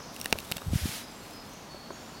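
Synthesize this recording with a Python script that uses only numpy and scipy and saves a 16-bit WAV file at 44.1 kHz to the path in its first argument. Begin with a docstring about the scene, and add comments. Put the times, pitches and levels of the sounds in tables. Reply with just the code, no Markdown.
"""Light wind and small birds far off among trees sound throughout, in mono. In the first second a
hand shifts its grip on a camera held over damp soil: the plastic casing clicks, and skin creeps and
scuffs across it. The fingers then bump the body, the palm shudders, and something brushes past with
a short soft hiss. Faint creeping returns, and two light taps ring the hollow grip near the end."""
import sys
import numpy as np
from scipy import signal
from scipy.fft import rfft, irfft, next_fast_len
from scipy.io import wavfile
from scipy.ndimage import map_coordinates

SR = 44100
rng = np.random.default_rng(int(sys.argv[2]) if len(sys.argv) > 2 else 0)


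def persist_wave(psi):
    """Save psi, clipped to +-1, as 16-bit WAV."""
    counts = np.round(np.clip(psi, -1, 1) * 32767).astype(np.int16)
    wavfile.write(sys.argv[1], SR, np.atleast_2d(counts).T)


N = 97020

# Spectra of the noises. Each row: frequency in Hz, relative level in dB.
WIND_SPECTRUM = [(15, -41), (25, -8), (63, -4.5), (130, -2.5), (229, 1), (363, -5.5), (659, -5), (1020, -7),
                 (1940, -14.5), (2760, -16), (4400, -17.5), (6000, -19), (7920, -25.5), (11000, -28),
                 (14000, -29.5), (16000, -34)]
CREEP_SPECTRUM = [(1000, -6), (3000, 1), (7000, -1.5), (12000, -1), (16000, -6)]
BRUSH_SPECTRUM = [(200, -22), (700, -11.5), (1600, 0.5), (3000, 1.5), (5500, 0.5), (8000, -4),
                  (11000, -2.5), (14000, -8), (16000, -13)]
DRAG_SPECTRUM = [(20, -9), (45, -4), (90, 7), (140, -17), (250, -16), (600, -46), (2000, -80)]
SCUFF_SPECTRUM = [(300, 7), (3000, -3.5), (6000, 0), (9000, -5.5), (14000, -2), (17000, -4)]
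# Strength of the wind. Each row: time in seconds, level in dB.
WIND_LEVELS = [(0, -45.5), (.6, -45.5), (1.3, -46), (2.2, -46.5)]
# Bird calls. Each row: start and length in seconds, first pitch, last pitch and trill depth in Hz,
# level in dB.
WHISTLES = [(-.12, 0.28, 5700, 5465, 770, -52), (0.465, 0.17, 3786, 3693, 36, -60),
            (0.522, .2, 7800, 7830, 100, -65.5), (0.977, 0.15, 3910, 3903, 15, -63),
            (1.012, 0.12, 5170, 4800, 41, -59.5), (1.082, .17, 7620, 7400, 54, -63.5),
            (1.2, 0.127, 4306, 4257, 9.9, -58.5), (1.351, 0.168, 4274, 4315, 19, -61),
            (1.31, 0.12, 5200, 4960, 114, -56), (1.476, 0.16, 6100, 6380, 360, -59.5),
            (1.685, 0.12, 4550, 4236, 87, -56), (1.782, 0.22, 4390, 4420, 150, -60),
            (1.905, 0.082, 6540, 6950, 310, -58.5), (1.982, 0.16, 7080, 7200, 200, -62.5),
            (1.927, 0.087, 5604, 5520, 36, -61), (2.126, 0.14, 4570, 4590, 286, -58)]
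# Spells of sliding contact. Each row: start and end in seconds, level in dB.
SKIN_CREEPS = [(.14, .41, -51), (.41, .58, -51), (.58, .74, -54.5), (1.22, 1.38, -56), (1.43, 1.57, -58)]
BRUSH_STROKES = [(.13, 0.75, -56.5), (.728, 0.86, -39.5), (.84, 1.009, -38.5), (1.0, 1.3, -57.5)]
PALM_DRAGS = [(.18, .26, -53), (.345, .46, -53), (.65, .775, -36.5), (.817, .865, -37)]
# Slips of a finger. Each row: peak time in seconds, level in dB, time constant in seconds.
FINGER_SCUFFS = [(.516, -21, 0.00073), (0.569, -28.5, 0.0025), (0.617, -40, 0.0017)]
# Taps on the grip. Each row: start in seconds, level in dB, treble tilt in dB per octave.
GRIP_KNOCKS = [(.003, -36, 15), (0.3555, -30, 5), (.618, -40, 9), (1.7451, -33, -4), (1.905, -24.5, 2.5)]
# Soft blows on the body. Each row: peak time in seconds, level in dB, strongest frequency in Hz.
FINGER_BUMPS = [(0.328, -29.5, 231), (.356, -35.5, 90), (0.5195, -30.5, 139), (0.566, -35, 119),
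                (0.671, -23, 99), (0.683, -23, 89), (0.708, -29, 89), (0.725, -24, 90),
                (0.7326, -28.5, 420), (.736, -17.5, 159), (0.7591, -14, 110), (0.829, -30.5, 98),
                (0.8578, -19, 188), (0.893, -30.5, 132)]
# Normal modes. Each row: frequency in Hz, relative level in dB, time to decay by 60 dB in seconds.
GRIP_MODES = [(387, 1, 0.025), (565, 0.5, 0.022), (1023, -2, 0.015), (1480, -8.5, .014)]
CASING_MODES = [(490, -25.5, 0.0052), (877, -19, 0.01), (1700, -20.5, 0.0043), (2770, -12.5, 0.012),
                (3800, -9, 0.0044), (4410, -11, 0.0039), (5280, -19.5, 0.0066), (8100, -18.5, 0.0056),
                (11400, -31, 0.0026), (14500, -42, 0.0014)]
# Snaps of plastic parts. Each row: start in seconds, level in dB, treble tilt in dB per octave,
# the part's own frequency in Hz, its relative level in dB.
CASING_CLICKS = [(.1635, -25, 3.5, 6300, -14), (0.2006, -32, 9.5, 3100, -6),
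                 (.2136, -14.5, 2.5, 5620, -14.5), (.245, -26, 7, 2820, -8), (.258, -13.5, 1, 1850, -6.5),
                 (0.3266, -2, -0.7, 2525, -13), (.331, -25, -7.5, 2360, -7), (0.387, -18, 3, 2600, -10.5),
                 (.403, -27, 6, 6200, -19), (0.521, -10, .5, 3050, -12.5), (.5682, -27, -5, 3360, -3),
                 (.581, -24, -2, 1670, -10), (0.619, -34, 0, 1210, 1.5)]

TRILL_HZ, WHISTLE_RISE_S, BIRD_DIRECT_GAIN, WOODS_T60_S = 69.9, 0.026, 0.72, 0.74
CREEP_GRAIN_DB, CREEP_GRAINS_PER_S = 4.5, 570
CRACK_DB, CRACK_T60_S, RATTLE_DB, RATTLE_T60_S = -8, 0.0032, -41, 0.041
PART_T60_S, CLICK_RISE_S, KNOCK_RISE_S = 0.01, 0.00006, 0.00092
BENDING_DELAY_S = 0.000526  # travel time through the shell at 1 kHz
TILT_PAD_S = 0.01
LOW_CUT_HZ, TOP_HZ = 20, 16000


def amp(db):
    """Amplitude grows tenfold for every 20 dB."""
    return 10 ** (np.asarray(db) / 20)


def unit(x):
    """Normalisation brings the rms to 1."""
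    return x / np.sqrt(np.mean(x ** 2) + 1e-20)


def filtered(x, response):
    """A linear filter multiplies the spectrum by its frequency response."""
    size = next_fast_len(len(x) + 8192)
    return irfft(rfft(x, size) * response(np.fft.rfftfreq(size, 1 / SR)), size)[:len(x)]


def tilted(sound, tilt_db, pivot_hz):
    """Spectral tilt: harder contact gives more treble. TILT_PAD_S of padding precedes the sound."""
    padded = np.pad(sound, (round(TILT_PAD_S * SR), 0))
    return filtered(padded, lambda hz: amp(tilt_db * np.log2((hz + 500) / (pivot_hz + 500))))


def noise(spectrum):
    """Filtering colours white noise; the result has rms 1."""
    knots_hz, db = np.transpose(spectrum)
    white = rng.standard_normal(N)
    return unit(filtered(white, lambda hz: amp(np.interp(np.log(hz + 1), np.log(knots_hz), db))))


def wobble(rate):
    """Interpolation joins random values, rate of them a second, into a smooth curve."""
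    knots = rng.standard_normal(int(N * rate / SR) + 4)
    return map_coordinates(knots, [np.arange(N) * rate / SR])


def add(track, start, sound):
    """Superposition: a sound adds to the track from its start in seconds."""
    i = round(start * SR)
    part = sound[max(-i, 0):max(len(track) - i, 0)]
    track[max(i, 0):][:len(part)] += part


def ring(modes, t, scatter_db):
    """Free vibration is a sum of damped modes, excited a little differently by each blow."""
    return sum(amp(db + scatter_db * rng.normal() - 60 * t / t60) * np.sin(2 * np.pi * hz * t)
               for hz, db, t60 in modes)


def strokes(rows, rise_s, fall_s):
    """Incoherent strokes add in power, giving one amplitude envelope."""
    t, power = np.arange(N) / SR, np.zeros(N)
    for start, end, db in rows:
        rise = np.clip((t - start) / rise_s + .5, 0, 1)
        fall = np.clip((end - t) / fall_s + .5, 0, 1)
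        power += (amp(db) * rise * fall) ** 2
    return np.sqrt(power)


def wind():
    """Light wind in the trees is broadband noise under slow amplitude modulation."""
    level_db = np.interp(np.arange(N) / SR, *np.transpose(WIND_LEVELS))
    return noise(WIND_SPECTRUM) * amp(level_db + 0.56 * wobble(rate=5.82))


def birds():
    """Frequency modulation trills each gliding whistle; reverberation from the trees dominates."""
    direct = np.zeros(N)
    for start, length, first_hz, last_hz, depth_hz, db in WHISTLES:
        progress = np.linspace(0, 1, int(length * SR))
        trill = np.sin(2 * np.pi * TRILL_HZ * length * progress) + .5 * wobble(rate=200)[:len(progress)]
        hz = first_hz + (last_hz - first_hz) * progress + depth_hz * trill
        envelope = np.minimum(progress * length / WHISTLE_RISE_S, 1) * np.sqrt(1 - progress)
        add(direct, start, amp(db) * unit(np.sin(2 * np.pi * np.cumsum(hz) / SR) * envelope))
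    t = np.arange(SR) / SR
    tail = rng.standard_normal(SR) * amp(-60 * t / WOODS_T60_S)
    echo = signal.fftconvolve(direct, tail / np.linalg.norm(tail))[:N]
    return BIRD_DIRECT_GAIN * direct + echo


def creeping():
    """Stick-slip friction of skin on the casing makes a faint grainy fizz."""
    grains = unit(noise(CREEP_SPECTRUM) * amp(CREEP_GRAIN_DB * wobble(CREEP_GRAINS_PER_S)))
    return grains * strokes(SKIN_CREEPS, rise_s=0.075, fall_s=0.05)


def rubbing():
    """Sliding friction gives the palm's low shudder and the soft hiss of brushing."""
    shudder = noise(DRAG_SPECTRUM) * strokes(PALM_DRAGS, rise_s=0.022, fall_s=0.014)
    hiss = noise(BRUSH_SPECTRUM) * strokes(BRUSH_STROKES, rise_s=0.05, fall_s=0.1)
    return shudder + hiss


def scuffs():
    """Friction under a slipping finger gives a very short broadband rasp."""
    t = np.arange(N) / SR
    envelope = sum(amp(db) * np.exp(-np.abs(t - peak) / width) for peak, db, width in FINGER_SCUFFS)
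    return noise(SCUFF_SPECTRUM) * envelope


def knocks():
    """Resonance: light taps excite the modes of the hollow grip."""
    out, t = np.zeros(N), np.arange(SR // 20) / SR
    for start, db, tilt_db in GRIP_KNOCKS:
        tap = ring(GRIP_MODES, t, scatter_db=1.5) * (1 - np.exp(-t / KNOCK_RISE_S))
        add(out, start - TILT_PAD_S, amp(db) * tilted(tap, tilt_db, pivot_hz=700))
    return out


def bumps():
    """A soft impact gives one low pressure pulse, with a rebound on either side and no ring."""
    out, t = np.zeros(N), np.arange(N) / SR
    for peak, db, hz in FINGER_BUMPS:
        offset_squared = (np.pi * hz * (t - peak)) ** 2
        out += amp(db) * (1 - 2 * offset_squared) * np.exp(-offset_squared)
    return out


def clicks():
    """Impulsive excitation: a plastic part snaps, rings with the casing and rattles faintly."""
    out, t = np.zeros(N), np.arange(SR // 20) / SR
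    crack = amp(CRACK_DB - 60 * t / CRACK_T60_S)
    rattle = amp(RATTLE_DB - 60 * t / RATTLE_T60_S)
    for start, db, tilt_db, part_hz, part_db in CASING_CLICKS:
        burst = (crack + rattle) * rng.standard_normal(len(t))
        ringing = ring([*CASING_MODES, (part_hz, part_db, PART_T60_S)], t, scatter_db=2)
        snap = (ringing + burst) * (1 - np.exp(-t / CLICK_RISE_S))
        add(out, start - TILT_PAD_S, amp(db) * tilted(snap, tilt_db, pivot_hz=3500))
    # Dispersion: bending waves in the shell carry the treble sooner than the bass.
    return filtered(out, lambda hz: np.exp(-4j * np.pi * BENDING_DELAY_S * np.sqrt(1000 * hz)))


def scene():
    """The sources superpose and reach both channels alike."""
    mono = clicks() + scuffs() + bumps() + knocks() + rubbing() + creeping() + birds() + wind()
    return np.array([mono, mono])


def record(dry):
    """Band limiting weakens the deepest bass and removes everything above TOP_HZ."""
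    high_passed = signal.sosfilt(signal.butter(1, LOW_CUT_HZ, "high", fs=SR, output="sos"), dry)
    return np.array([filtered(channel, lambda hz: hz < TOP_HZ) for channel in high_passed])


dry = scene()
out = record(dry)
persist_wave(out)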